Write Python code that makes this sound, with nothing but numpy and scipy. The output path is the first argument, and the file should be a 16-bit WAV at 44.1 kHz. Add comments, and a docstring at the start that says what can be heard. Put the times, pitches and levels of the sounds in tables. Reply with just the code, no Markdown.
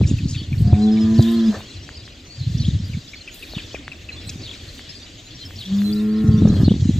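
"""A bull lows twice in an open pasture: a clean nasal hum from the vocal folds, carried by its
second harmonic and ending in a puff of breath. Close up, gusts thump on the two ports of a stereo
microphone. Small birds chuck and warble in the trees, with a chorus of others far off.
Leaves rustle, drops tick on them nearby, and the field murmurs and hisses faintly."""
import sys
import numpy as np
from scipy import signal
from scipy.io import wavfile
from scipy.ndimage import uniform_filter1d

SR = 44100
rng = np.random.default_rng(int(sys.argv[2]) if len(sys.argv) > 2 else 0)


def pcm_store(signal):
    """Save signal as 16-bit PCM."""
    levels = np.round(np.clip(np.atleast_2d(signal), -1, 1) * 32767)
    wavfile.write(sys.argv[1], SR, levels.astype(np.int16).T)


N = 308287
TIME_S = np.arange(N) / SR


def amp(db):
    return 10 ** (np.asarray(db) / 20)


def unit_rms(x):
    return x / np.sqrt(np.mean(x ** 2) + 1e-20)


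def butter(x, order, hz, kind):
    return signal.sosfilt(signal.butter(order, hz, kind, fs=SR, output="sos"), x)


def over_time(rows):
    times, *columns = np.transpose(rows)
    return [np.interp(TIME_S, times, column) for column in columns]


def at_hz(points, hz):
    freqs, values = np.transpose(points)
    return np.interp(np.log(hz), np.log(freqs), values)


def drift(rate_hz):
    """A smooth random wander with an rms near 1."""
    pole = np.exp(-40 * np.pi * rate_hz / SR)
    slow = signal.lfilter([1], [1, -2 * pole, pole ** 2], rng.standard_normal(N // 20 + 2002))[2000:]
    return np.interp(np.arange(N) / 20, np.arange(len(slow)), unit_rms(slow))


def place(out, start_s, sound, pan_db):
    """Mix a short sound in; the nearer port hears it louder and first. Positive pan is left."""
    lag = .55 * pan_db  # samples between the ports
    for channel, side in enumerate((1, -1)):
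        i = max(round(start_s * SR - side * lag / 2), 0)
        out[channel, i:i + len(sound)] += sound[:max(N - i, 0)] * amp(side * pan_db / 2)


# How alike the two ports hear diffuse noise: freq_hz, correlation
PORT_LIKENESS = [(25, 0.73), (70, 1), (300, 0.99), (600, 0.9), (1200, 0.087), (2500, 0.69), (4000, 0.61),
                 (9000, 0.87), (13000, 0.074)]

def diffuse_noise(spectrum, flicker_db, flicker_hz):
    """Stereo noise of rms 1 in roughly third-octave bands, each with its own level and flicker."""
    bottom, top = spectrum[0][0], spectrum[-1][0]
    edges = np.geomspace(bottom, top, int(3 * np.log2(top / bottom)) + 3)
    white = rng.standard_normal((2, 2, N))
    out, shared_drift = 0, drift(flicker_hz)
    for k, band in enumerate(zip(edges, edges[1:])):
        mid, side = butter(white[k % 2], 2, band, "band")
        hz = np.sqrt(band[0] * band[1])
        alike = at_hz(PORT_LIKENESS, hz)
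        gain = amp(at_hz(spectrum, hz) + flicker_db * (.4 * shared_drift + drift(flicker_hz)))
        out = out + gain * (np.sqrt(1 + alike) * mid + np.sqrt(1 - alike) * side * [[1], [-1]])
    return unit_rms(out)


# Gusts right at the microphone: time_s, level_db
GUSTS = [(0.0, -8), (.3, -21.5), (.47, -26), (0.66, -10), (0.86, -28.5), (1.2, -26.5), (1.75, -42.5),
         (2.3, -48), (2.43, -27.5), (2.63, -14.5), (2.95, -27), (3.02, -41), (3.3, -52), (3.9, -38),
         (4.1, -38), (4.4, -30.5), (4.6, -41.5), (5.1, -44), (5.57, -31.5), (6.15, -32), (6.41, -12),
         (6.99, -15.5)]
# Spectrum of their rumble: freq_hz, density_db
RUMBLE = [(12, -43.5), (25, 2.5), (60, -20.5), (80, 4), (102, 3.5), (172, -23.5), (222, -13.5),
          (286, -15.5), (440, -69), (900, -53), (1170, -90.5), (1980, -120)]
# The hardest eddies on the ports: middle_s, level_db, pitch_hz, length_s, edge_db
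THUMPS = [(.013, -8, 146, 0.016, -18), (.028, -6, 151, 0.015, -49), (.062, -11, 106, 0.021, -55),
          (.114, -4.5, 154, 0.0084, -36), (.17, -22, 99, 0.016, -58), (.205, -16, 129, 0.016, -51),
          (.234, -9, 107, 0.018, -53), (.259, -6, 139, 0.011, -51), (.33, -14.5, 102, 0.021, -65),
          (.363, -13, 111, 0.024, -64), (.418, -17, 173, 0.0089, -57), (.522, -8.5, 121, 0.0079, -59),
          (.536, -10.5, 118, 0.027, -62), (.56, -30, 111.4, 0.014, -60), (.605, -8, 106, 0.017, -63),
          (.622, -1, 104.6, 0.023, -51), (.676, -6.5, 134, 0.017, -39), (.706, -13, 112, 0.011, -44),
          (.731, 3, 103, 0.026, -13), (1.046, -12.5, 94, 0.029, -45), (1.119, -17, 112, 0.028, -45),
          (1.195, 1.5, 116.5, 0.03, -8), (1.572, -25, 78.66, 0.027, -67), (1.757, -27.5, 89.8, 0.04, -67),
          (1.787, -26, 79.5, 0.059, -70), (1.98, -25.5, 70, 0.033, -70), (2.03, -32, 106.5, 0.052, -70),
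          (2.387, -24, 110, 0.035, -68), (2.411, -15.5, 99, 0.025, -68), (2.432, -31, 110, 0.022, -73),
          (2.474, -8.5, 111, 0.026, -57), (2.502, -18.5, 153, 0.024, -64), (2.552, -5.5, 109.4, 0.015, -57),
          (2.607, -10, 128.8, 0.034, -60), (2.685, -2, 127.8, 0.011, -45), (2.733, -7, 109, 0.029, -59),
          (2.752, -8, 100, 0.029, -41), (2.836, -16, 94.3, 0.064, -43), (2.899, -24, 120, 0.015, -60),
          (2.948, -15.5, 113, 0.023, -58), (2.973, -16.5, 178, 0.016, -66), (3.569, -13.5, 132, 0.01, -50),
          (4.36, -19, 147, 0.008, -65), (6.245, -2.5, 150, 0.0087, -63), (6.29, 1, 98, 0.02, -55),
          (6.312, -7, 161, 0.014, -63), (6.343, -4, 141.2, 0.0145, -45), (6.381, -6.5, 168, 0.016, -58),
          (6.405, -13, 186, 0.0078, -49.5), (6.422, 0.5, 184, 0.0088, -32), (6.431, -8, 151.5, 0.018, -41),
          (6.454, 3, 173, 0.013, -34), (6.475, -7.5, 159, 0.015, -21), (6.503, -6.5, 192, 0.0087, -51),
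          (6.527, -7, 197, 0.03, -41), (6.568, -14.5, 230, 0.011, -39), (6.604, -3, 126, 0.015, -27),
          (6.617, -11, 228, 0.011, -54), (6.634, -2, 192, 0.0089, -50), (6.681, 3.5, 145.9, 0.0077, -25),
          (6.71, -4.5, 150.7, 0.012, -33), (6.718, -5, 183, 0.021, -22), (6.742, -10, 170, 0.008, -43),
          (6.764, -8.5, 132, 0.0062, -55), (6.825, -9, 117.4, 0.028, -36), (6.857, -5, 156, 0.01, -55),
          (6.894, -1.5, 206, 0.011, -74), (6.908, -11, 197, 0.0074, -62), (6.961, -12, 166, 0.013, -57),
          (6.982, -8, 108, 0.019, -60)]

def wind():
    """Gusts rumble on the ports; each eddy is a short pressure swing with a sharp edge at its height."""
    gust_db, = over_time(GUSTS)
    when, weakness, pitch, stretch = rng.random((round(13 * N / SR), 4)).T  # 13 lesser eddies a second
    eddy_db = gust_db[(when * N).astype(int)] + 9.5 - 13 * weakness
    eddy_hz = 95 * 1.7 ** pitch
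    eddy_s = 2.344 * (.5 + stretch) / eddy_hz
    eddies = THUMPS + list(zip(when * N / SR, eddy_db, eddy_hz, eddy_s, eddy_db - 39.5))
    thumps = np.zeros((2, N))
    for middle_s, db, hz, length_s, edge_db in eddies:
        turn, side = rng.random(2)
        body = [(hz, length_s, db), (2.26 * hz, .009, (db + edge_db) / 2 - 1.5)]
        edge = [(620, .005, edge_db - 7), (1050, .003, edge_db - 14.5)]
        for swing_hz, swing_s, swing_db in body + edge:
            t = np.arange(round(swing_s * SR)) / SR
            swing = amp(swing_db) * np.hanning(len(t)) * np.sin(2 * np.pi * (swing_hz * t + turn))
            place(thumps, middle_s - swing_s / 2, swing, pan_db=3 * side - 1.5)
    rumble = amp(gust_db - 5) * diffuse_noise(RUMBLE, flicker_db=2, flicker_hz=20)
    return butter(thumps, 2, 72.5, "high") + rumble


# The open pasture all around: freq_hz, density_db
FIELD_SPECTRUM = [(12, -29), (20, 6.5), (76, 2), (145, -14), (282, -3.5), (477, -15), (549, -14),
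                  (729, -19), (790, -24.5), (1280, -21), (1740, -39), (2080, -17.5), (2500, -12.5),
                  (3250, -54.5), (5500, -120)]
# Its slow swells: time_s, gain_db
FIELD_SWELLS = [(0, -2), (1.5, 2.5), (2.2, -1), (3.3, -1.5), (3.6, 4), (4.0, 0), (4.18, 4), (4.33, 3),
                (4.5, 3.5), (4.7, 1), (5.2, -0.5), (5.6, 1), (6.99, -1)]

def field():
    """A low murmur with a faint hiss above it."""
    swell_db, = over_time(FIELD_SWELLS)
    return amp(swell_db - 42.5) * diffuse_noise(FIELD_SPECTRUM, flicker_db=2, flicker_hz=16.6)


def whistle(db, length_s, from_hz, to_hz, rough, skew, waver):
    """A bird's gliding near-sine: rough flutters its level, waver its pitch; skew under 1 peaks early."""
    progress = np.linspace(0, 1, round(np.clip(length_s, .008, .2) * SR))
    flutter, wobble = uniform_filter1d(rng.standard_normal((2, len(progress))), 90)
    envelope = np.sin(np.pi * progress ** skew) * (1 + rough * unit_rms(flutter))
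    pitch_hz = (from_hz + (to_hz - from_hz) * progress) * (1 + waver * unit_rms(wobble))
    phase = 2 * np.pi * np.cumsum(pitch_hz) / SR
    return amp(db) * envelope * (np.sin(phase) + amp(-36) * np.sin(2 * phase))


# Birds far across the pasture: time_s, level_db
CHORUS_LEVEL = [(0.0, -42), (0.56, -45), (1.38, -38), (1.5, -41), (2.3, -47), (2.49, -43), (3.35, -44.5),
                (3.7, -40.5), (3.89, -46.5), (4.13, -46), (4.3, -43), (4.88, -41), (5.14, -45),
                (5.76, -41.5), (6.09, -47.5), (6.39, -45), (6.56, -42), (6.99, -41.5)]
# Their spectrum: freq_hz, density_db
CHORUS_SPECTRUM = [(880, -26.5), (1500, -10), (1720, 1.5), (2110, -18), (3400, -2), (4060, -0.5),
                   (5890, -12), (6920, -4), (7950, -11), (8860, -21), (9500, -34), (12400, -65),
                   (20900, -120)]

def far_chorus():
    """Birds too far to tell apart blur into a hiss that leans left; air takes its top off."""
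    chorus_db, = over_time(CHORUS_LEVEL)
    hiss = amp(chorus_db - 3.2) * diffuse_noise(CHORUS_SPECTRUM, flicker_db=2, flicker_hz=6)
    return butter(hiss * amp([[.9], [-.9]]), 10, 8000, "low")


def far_twitter(notes_per_s=160):
    """Distant whistles at random, as loud or soft as the chorus around them."""
    out = np.zeros((2, N))
    chorus_db, = over_time(CHORUS_LEVEL)
    for when, pitch, glide, size, side in rng.random((round(notes_per_s * N / SR), 5)):
        hz = 2800 * 2.2 ** pitch ** 1.5  # most lie low in the range
        to_hz = hz * 1.15 ** (2 * glide - 1)
        db = chorus_db[int(when * N)] + 1 + .8 * at_hz(CHORUS_SPECTRUM, hz) - 9 * size
        note = whistle(db, .015 + .05 * size, hz, to_hz, rough=.45, skew=.79, waver=.018)
        place(out, when * N / SR, note, pan_db=6 * side - 1.2)
    return out


# One bird near the microphone: start_s, level_db, pitch_hz, pan_db
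CHUCKS = [(0.033, -36, 2370, 4.5), (0.099, -41.5, 2700, 3), (0.183, -33.5, 2550, 4), (0.345, -35, 2520, 2),
          (0.5267, -33, 2420, 4), (0.74, -39, 2340, 2), (0.9716, -37, 2270, -3.5), (2.9335, -37.5, 2260, 3),
          (3.1332, -33, 2300, 2), (3.276, -31, 2460, 3), (3.4248, -32.5, 2550, 4), (3.5828, -31, 2540, 3.5),
          (3.7483, -30.5, 2420, 4.5), (3.9169, -30.5, 2550, 4.5), (4.0883, -30, 2520, 4),
          (4.2895, -38.5, 2480, 0), (4.532, -36, 2390, 0.5)]

def chucks():
    """Each chuck is a quick falling whistle with a weak low tail."""
    out = np.zeros((2, N))
    for start_s, db, hz, pan_db in CHUCKS:
        head = whistle(db, .024, 1.05 * hz, .93 * hz, rough=.5, skew=.35, waver=.04)
        tail = whistle(db - 16, .024, .9 * hz, .54 * hz, rough=.9, skew=.6, waver=.027)
        place(out, start_s, head, pan_db)
        place(out, start_s + .01, tail, pan_db)
    return out


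# Chips from the trees, a little left: start_s, length_s, level_db, tilt_db_per_khz
CHIPS = [(0.063, 0.067, -43, 1), (0.28, 0.079, -41, -0.7), (1.222, 0.013, -37, -5), (4.291, 0.018, -35, -3)]
# The partials of one chip: pitch_hz, gain_db
CHIP_PARTIALS = [(3900, -8.5), (4900, -1), (5700, -5.5), (6800, 3.5), (7400, -3.5), (8050, -12)]

def chips():
    """A bird's harsh chip: rough partials that sound together."""
    out = np.zeros((2, N))
    for start_s, length_s, level_db, tilt in CHIPS:
        for hz, gain_db in CHIP_PARTIALS:
            db = level_db + gain_db + tilt * (hz / 1000 - 6)
            partial = whistle(db, length_s, hz, hz, rough=.7, skew=.63, waver=.035)
            place(out, start_s, partial, pan_db=2)
    return out


# Other birds in the trees: start_s, length_s, from_hz, to_hz, level_db
CLEAR_NOTES = [(.064, 0.029, 3480, 7770, -38), (.088, .018, 5260, 7700, -44),
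               (0.242, 0.015, 4970, 4130, -47), (0.276, 0.036, 3690, 7740, -38),
               (0.307, .02, 4800, 7320, -40), (.29, 0.056, 8050, 8000, -49),
               (0.369, 0.054, 4450, 4480, -36), (3.315, 0.044, 6800, 6800, -44),
               (6.371, 0.047, 3400, 3800, -41), (6.642, 0.032, 4400, 4070, -30),
               (0.673, 0.016, 4750, 4820, -38), (0.816, 0.054, 4120, 3980, -37),
               (0.865, 0.048, 3460, 3380, -39), (0.912, 0.058, 5300, 4730, -39.5),
               (1.005, 0.045, 5200, 4900, -36), (1.263, 0.048, 3520, 3850, -33.5),
               (1.366, 0.029, 4240, 4070, -36), (1.391, 0.017, 3370, 3680, -34),
               (1.429, 0.046, 3110, 3930, -40), (1.459, 0.04, 4940, 4960, -40),
               (1.7, 0.018, 3900, 4570, -42), (1.82, .05, 5750, 5750, -46), (1.948, 0.025, 4300, 5400, -41),
               (1.968, .02, 5250, 4350, -36), (1.99, 0.031, 4800, 4700, -43),
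               (2.054, 0.023, 4070, 5300, -42), (2.25, .06, 6130, 6150, -50),
               (2.578, .018, 5250, 6880, -38), (2.597, 0.048, 5760, 5820, -44),
               (2.65, 0.032, 6700, 6900, -47), (2.294, 0.1, 4360, 4730, -40), (2.39, 0.03, 4650, 3980, -39),
               (2.419, 0.046, 4170, 4080, -39), (2.833, 0.07, 4830, 4900, -45.5),
               (3.08, 0.024, 4500, 5470, -39.5), (3.153, 0.034, 4370, 4600, -40),
               (3.207, 0.023, 4200, 4060, -38), (4.117, 0.042, 4100, 4230, -36),
               (4.164, 0.051, 3410, 3670, -38.5), (4.2, 0.038, 4970, 5160, -45),
               (4.273, 0.024, 4150, 4030, -38), (4.268, 0.026, 7760, 8400, -38.5),
               (4.52, 0.027, 7080, 7200, -51), (4.89, 0.036, 5070, 5200, -36),
               (5.178, .03, 6600, 6600, -47), (5.25, 0.062, 6900, 6830, -47),
               (5.305, 0.033, 5000, 5100, -52), (5.342, 0.039, 5750, 5540, -44),
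               (4.948, 0.037, 4740, 4870, -37), (5.021, 0.038, 4530, 4750, -40.5),
               (5.399, 0.054, 4160, 4050, -36), (5.423, 0.045, 3150, 3190, -38),
               (5.449, 0.033, 5300, 5130, -37), (5.648, 0.039, 5920, 5900, -47),
               (6.27, 0.03, 6100, 6200, -46), (5.74, 0.029, 4850, 4100, -44),
               (5.839, 0.079, 4120, 3980, -34), (5.89, 0.05, 3510, 3400, -39),
               (5.925, 0.018, 4480, 5100, -30), (5.948, 0.061, 3770, 4390, -38.5),
               (5.992, 0.032, 3600, 3820, -40), (6.109, 0.045, 4630, 4530, -46),
               (6.156, 0.044, 5080, 5300, -48.5), (6.309, 0.069, 4580, 4580, -44),
               (6.367, 0.038, 5800, 5800, -43), (6.479, 0.009, 5300, 6200, -38.5),
               (6.486, 0.0071, 6000, 7200, -36), (6.498, 0.016, 4020, 4170, -34),
               (6.551, 0.073, 3360, 3160, -41.5), (6.541, .045, 4200, 4190, -40)]

def clear_notes():
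    """Single clean whistles from scattered directions, more of them on the left."""
    out = np.zeros((2, N))
    for start_s, length_s, from_hz, to_hz, db in CLEAR_NOTES:
        note = whistle(db + .5, length_s, from_hz, to_hz, rough=.3, skew=.63, waver=.014)
        place(out, start_s, note, pan_db=rng.normal(1.6, 3.3))
    return out


def trunk_scatter(song):
    """Birdsong plus its echoes off trunks and ground, each in the opposite channel."""
    out = song.copy()
    for k, delay_s in enumerate(rng.uniform(.012, .21, size=28)):
        lag = round(delay_s * SR)
        out[k % 2, lag:] += amp(-19 - 90 * delay_s) * song[1 - k % 2, :-lag]
    return out


# Leaves stirring in the trees: peak_s, level_db, swell_s, fade_s (swell and fade span 20 dB)
RUSTLES = [(.18, -63, .02, .04), (.62, -48.5, 0.085, 0.033), (1.23, -49, 0.14, 0.35),
           (1.6, -56, 0.037, 0.033), (2.511, -62, 0.043, 0.12), (2.85, -62, 0.017, 0.21),
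           (3.35, -48, 0.021, 0.23), (4.3, -54, 0.075, 0.082), (4.78, -59, 0.41, 0.053),
           (5.49, -59, 0.17, 0.087), (5.6, -56, 0.027, 0.058), (5.772, -62, 0.052, 0.2),
           (5.92, -47.5, 0.26, 0.24), (6.22, -57, 0.098, 0.19), (6.62, -52.5, 0.14, 0.039),
           (6.98, -68, 0.12, .05)]
# Their spectrum: freq_hz, density_db
LEAF_SPECTRUM = [(5000, -47.5), (8500, -3), (9150, -8), (10000, -14.5), (11500, -5.5), (13100, -8.5),
                 (14800, -4), (15700, -20)]
# Dry twigs and leaves snapping, a little left: start_s, level_db
SNAPS = [(0.1844, -51), (0.619, -38), (1.2231, -31), (1.6053, -43), (1.8926, -46), (2.8818, -39),
         (3.3443, -25), (3.3752, -37), (3.4306, -30), (3.4774, -43), (3.536, -63), (4.2914, -47),
         (5.597, -45), (6.2337, -46), (6.542, -40)]

def leaves():
    """A bright rustle swells with each stir, broken up by tiny snaps and a few louder ones."""
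    level = amp(-70) + sum(amp(db - 20 * np.maximum((s - TIME_S) / swell_s, (TIME_S - s) / fade_s))
                           for s, db, swell_s, fade_s in RUSTLES)
    tiny_snaps = (rng.random(N) < 250 / SR) * np.minimum(rng.exponential(1, N), 2.5)
    grain = 1 + .8 * signal.lfilter([1], [1, -.97], tiny_snaps)
    out = level * unit_rms(grain * diffuse_noise(LEAF_SPECTRUM, flicker_db=2.5, flicker_hz=6.4))
    decay = np.exp(-TIME_S[:600] / .0011)
    for start_s, db in SNAPS:
        crack = butter(rng.standard_normal(len(decay)) * decay, 3, 6000, "high")
        place(out, start_s, amp(db - 4) * crack, pan_db=1.5)
    return out


# One bird repeating itself, a little left: start_s, level_db, pitch_ratio
CHIRRUPS = [(0.325, -39.5, 0.96), (1.175, -39.5, 1.03), (2.59, -37.5, 1.017), (3.515, -39, 0.98),
            (4.43, -38.5, .99), (5.575, -39, 1), (6.641, -40.5, 1)]
# Its rise, fall, flick and tail: offset_s, length_s, from_hz, to_hz, gain_db
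CHIRRUP_NOTES = [(-.022, .022, 4700, 5730, -5), (0, .03, 4250, 4600, 0), (.022, 0.03, 4050, 3450, 1.5),
                 (.047, .024, 3000, 3550, 2.5), (.072, .022, 3800, 3050, 1.5),
                 (.092, .04, 3700, 3500, -5.5)]

def chirrups():
    """A scratchy phrase in two voices at once, each with its own strong flutter and waver."""
    out = np.zeros((2, N))
    for start_s, db, ratio in CHIRRUPS * 2:
        for offset_s, length_s, from_hz, to_hz, gain_db in CHIRRUP_NOTES:
            note = whistle(db + gain_db - 1, 1.2 * length_s, from_hz * ratio, to_hz * ratio,
                           rough=.7, skew=.8, waver=.047)
            place(out, start_s + offset_s, note, pan_db=2)
    return out


def resonance(hz, centre_hz, width_hz):
    return 1 / (1 + (2 * (hz - centre_hz) / width_hz) ** 2)


# The bull's throat resonances: centre_hz, width_hz, gain_db (against harmonic 2)
THROAT = [(109, 47, -37), (504, 41, -43.5), (670, 37, -40), (2160, 210, -53), (2520, 92, -62)]
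# Those that carry harmonics 3 and 4: centre_hz, width_hz, gain_db
LOW_THROAT = [(353, 53, -10.5), (428.6, 14, -19)]
# Passing mouth and nose resonances: start_s, length_s, from_hz, to_hz, width_hz, level_db
VOWELS = [(.62, .14, 690, 716, 60, -44), (.67, .26, 700, 755, 55, -36.5), (.88, .12, 750, 765, 50, -52),
          (.88, .26, 1175, 1225, 60, -51), (.95, .6, 975, 1040, 80, -49), (.85, .68, 640, 690, 70, -50),
          (.74, .2, 1030, 1050, 60, -56), (.75, .2, 1500, 1510, 100, -56), (.9, .66, 1740, 1730, 200, -51),
          (1.18, .35, 1300, 1300, 200, -55), (5.9, .72, 1055, 1075, 70, -52),
          (5.8, .76, 1350, 1395, 70, -52), (6.15, .25, 750, 755, 60, -56), (6.06, .5, 1282, 1285, 60, -53),
          (5.86, .6, 1800, 1810, 260, -55)]

def harmonic_gain(k, pitch_hz, level_db, opening_db, span):
    """How strongly throat, mouth and nose pass harmonic k during one call."""
    if k == 2:
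        return amp(level_db)
    hz, t = k * pitch_hz, TIME_S[span]
    if k in (3, 4):
        throat = sum(amp(db) * resonance(hz, centre, width) for centre, width, db in LOW_THROAT)
        return amp(level_db + opening_db + 1.5 * drift(25)[span]) * throat
    throat = sum(amp(db) * resonance(hz, centre, width) for centre, width, db in THROAT)
    mouth = 0
    for start_s, length_s, from_hz, to_hz, width_hz, db in VOWELS:
        progress = np.clip((t - start_s) / length_s, 0, 1)
        envelope = np.abs(np.sin(np.pi * progress)) ** .6 * (progress < 1)  # opens fast and holds
        mouth += amp(db) * envelope * resonance(hz, from_hz + (to_hz - from_hz) * progress, width_hz)
    waver_db = 1.5 * drift(12)[span]
    rasp_db = (1.2 + (k / 9.5) ** 2) * drift(120)[span]
    return amp(waver_db + rasp_db - (k / 11) ** 2) * (amp(level_db) * throat + mouth)


# The bull out in the pasture, a list per call: time_s, pitch_hz, second_harmonic_db, opening_db
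MOOS = [
    [(.6, 98.4, -22, -26), (.7, 102, -25, -22), (.77, 104.1, -18, 3), (.854, 107.1, -12.5, -1.5),
     (.976, 109, -15, -0.5), (1.15, 111.2, -15, -0.5), (1.338, 115.3, -16.5, 0.5),
     (1.464, 112, -15.5, -2.5), (1.494, 109.2, -10.5, -11), (1.526, 101.1, -27, -4),
     (1.58, 105, -42.5, -10)],
    [(5.64, 95.7, -28.5, -5), (5.712, 95, -21, -5.5), (5.735, 99, -17.5, -14), (5.82, 101.5, -16.5, -9.5),
     (5.9, 104.3, -20.5, 7), (6.05, 106.6, -18.5, 0), (6.21, 108.3, -18, 2), (6.46, 106.4, -15, -5),
     (6.54, 103.4, -22, 9.5), (6.6, 98.7, -26, 2)],
]
# Bands of his breath: centre_hz, width_hz, gain_db
BREATH_BANDS = [(460, 500, 3), (1153, 290, -3), (1700, 330, -4.5)]
# Steady breath in each call: level_db
BREATH_DB = [-46.5, -52.5]
# Air let out as each call ends: peak_s, level_db
PUFFS = [(1.545, -30.5), (6.618, -37)]
# Hoarse stretches: middle_s, half_length_s, level_db
RASPS = [(1.36, .2, -65), (5.778, 0.17, -54), (6.543, 0.14, -43.5)]

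def bull():
    """Vocal-fold harmonics and breath; a faint, short treble echo widens the moo left and right."""
    out, white = np.zeros(N), rng.standard_normal(N)
    breath = unit_rms(sum(amp(db) * butter(white, 3, [hz - width / 2, hz + width / 2], "band")
                          for hz, width, db in BREATH_BANDS))
    for call, breath_db, (puff_s, puff_db) in zip(MOOS, BREATH_DB, PUFFS):
        span = slice(int(call[0][0] * SR), int((call[-1][0] + .11) * SR))
        t = TIME_S[span]
        pitch_hz, level_db, opening_db = (curve[span] for curve in over_time(call))
        phase = 2 * np.pi * np.cumsum(pitch_hz * (1 + .0022 * drift(21)[span])) / SR
        puff = amp(puff_db - np.maximum(20 * (puff_s - t) / .035, 242 * (t - puff_s)))
        hoarseness = sum(amp(db) * np.clip(1 - ((t - s) / half_s) ** 2, 0, 1) for s, half_s, db in RASPS)
        rasp = hoarseness * (1 + np.cos(phase))  # the folds chop the breath
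        voice = (amp(breath_db) * (t < puff_s) + puff + rasp) * breath[span]
        for k in range(1, 28):
            gain = harmonic_gain(k, pitch_hz, level_db, opening_db, span)
            voice += np.sqrt(2) * gain * np.sin(k * phase + rng.uniform(0, 2 * np.pi))
        fade = np.clip(np.minimum(t - t[0], t[-1] - t) / .09, 0, 1)
        out[span] += voice * fade
    echo = amp(-12) * np.roll(butter(out, 1, 900, "high"), round(.0113 * SR))
    return out + echo * [[1], [-1]]


# Drops landing on leaves near the microphone: start_s, level_db, pitch_hz, pan_db
DROPS = [(1.606, -35, 895, 3), (1.891, -28, 1720, 4), (2.078, -36, 1770, 3), (3.536, -33.5, 620, 1.5),
         (3.58, -39, 1030, 2), (3.745, -24.5, 484, 3), (3.88, -22, 1870, 3), (4.794, -31, 1990, 2),
         (5.508, -34.5, 1740, 2), (5.819, -31, 1800, 5), (6.542, -37.5, 2500, 6), (6.683, -33, 1600, 3),
         (6.74, -41, 900, -3), (6.845, -45, 1190, 4)]

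def drops():
    """Each drop is a click that rings for a cycle or two."""
    out, t = np.zeros((2, N)), TIME_S[:round(.0023 * SR)]
    for start_s, db, hz, pan_db in DROPS:
        cycles = hz * t
        envelope = np.exp(-.96 * cycles) * (1 - np.exp(-16 * cycles))
        place(out, start_s, amp(db + 9) * envelope * np.sin(2 * np.pi * cycles), pan_db)
    return out


def scene():
    """The pasture from where the microphone stands."""
    bull_and_wind = bull() + wind()
    birds = trunk_scatter(chucks() + chips() + clear_notes() + chirrups() + far_twitter())
    return bull_and_wind + birds + drops() + leaves() + far_chorus() + field()


def record(dry):
    """The microphone drops the deepest bass, squeezes the hardest thumps and cuts the top."""
    heard = butter(dry, 2, 45, "high")
    squeezed = heard / (1 + np.abs(heard) ** 5) ** (1 / 5)
    return signal.sosfilt(signal.cheby2(24, 70, 15780, fs=SR, output="sos"), squeezed)


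dry = scene()
out = record(dry)
pcm_store(out)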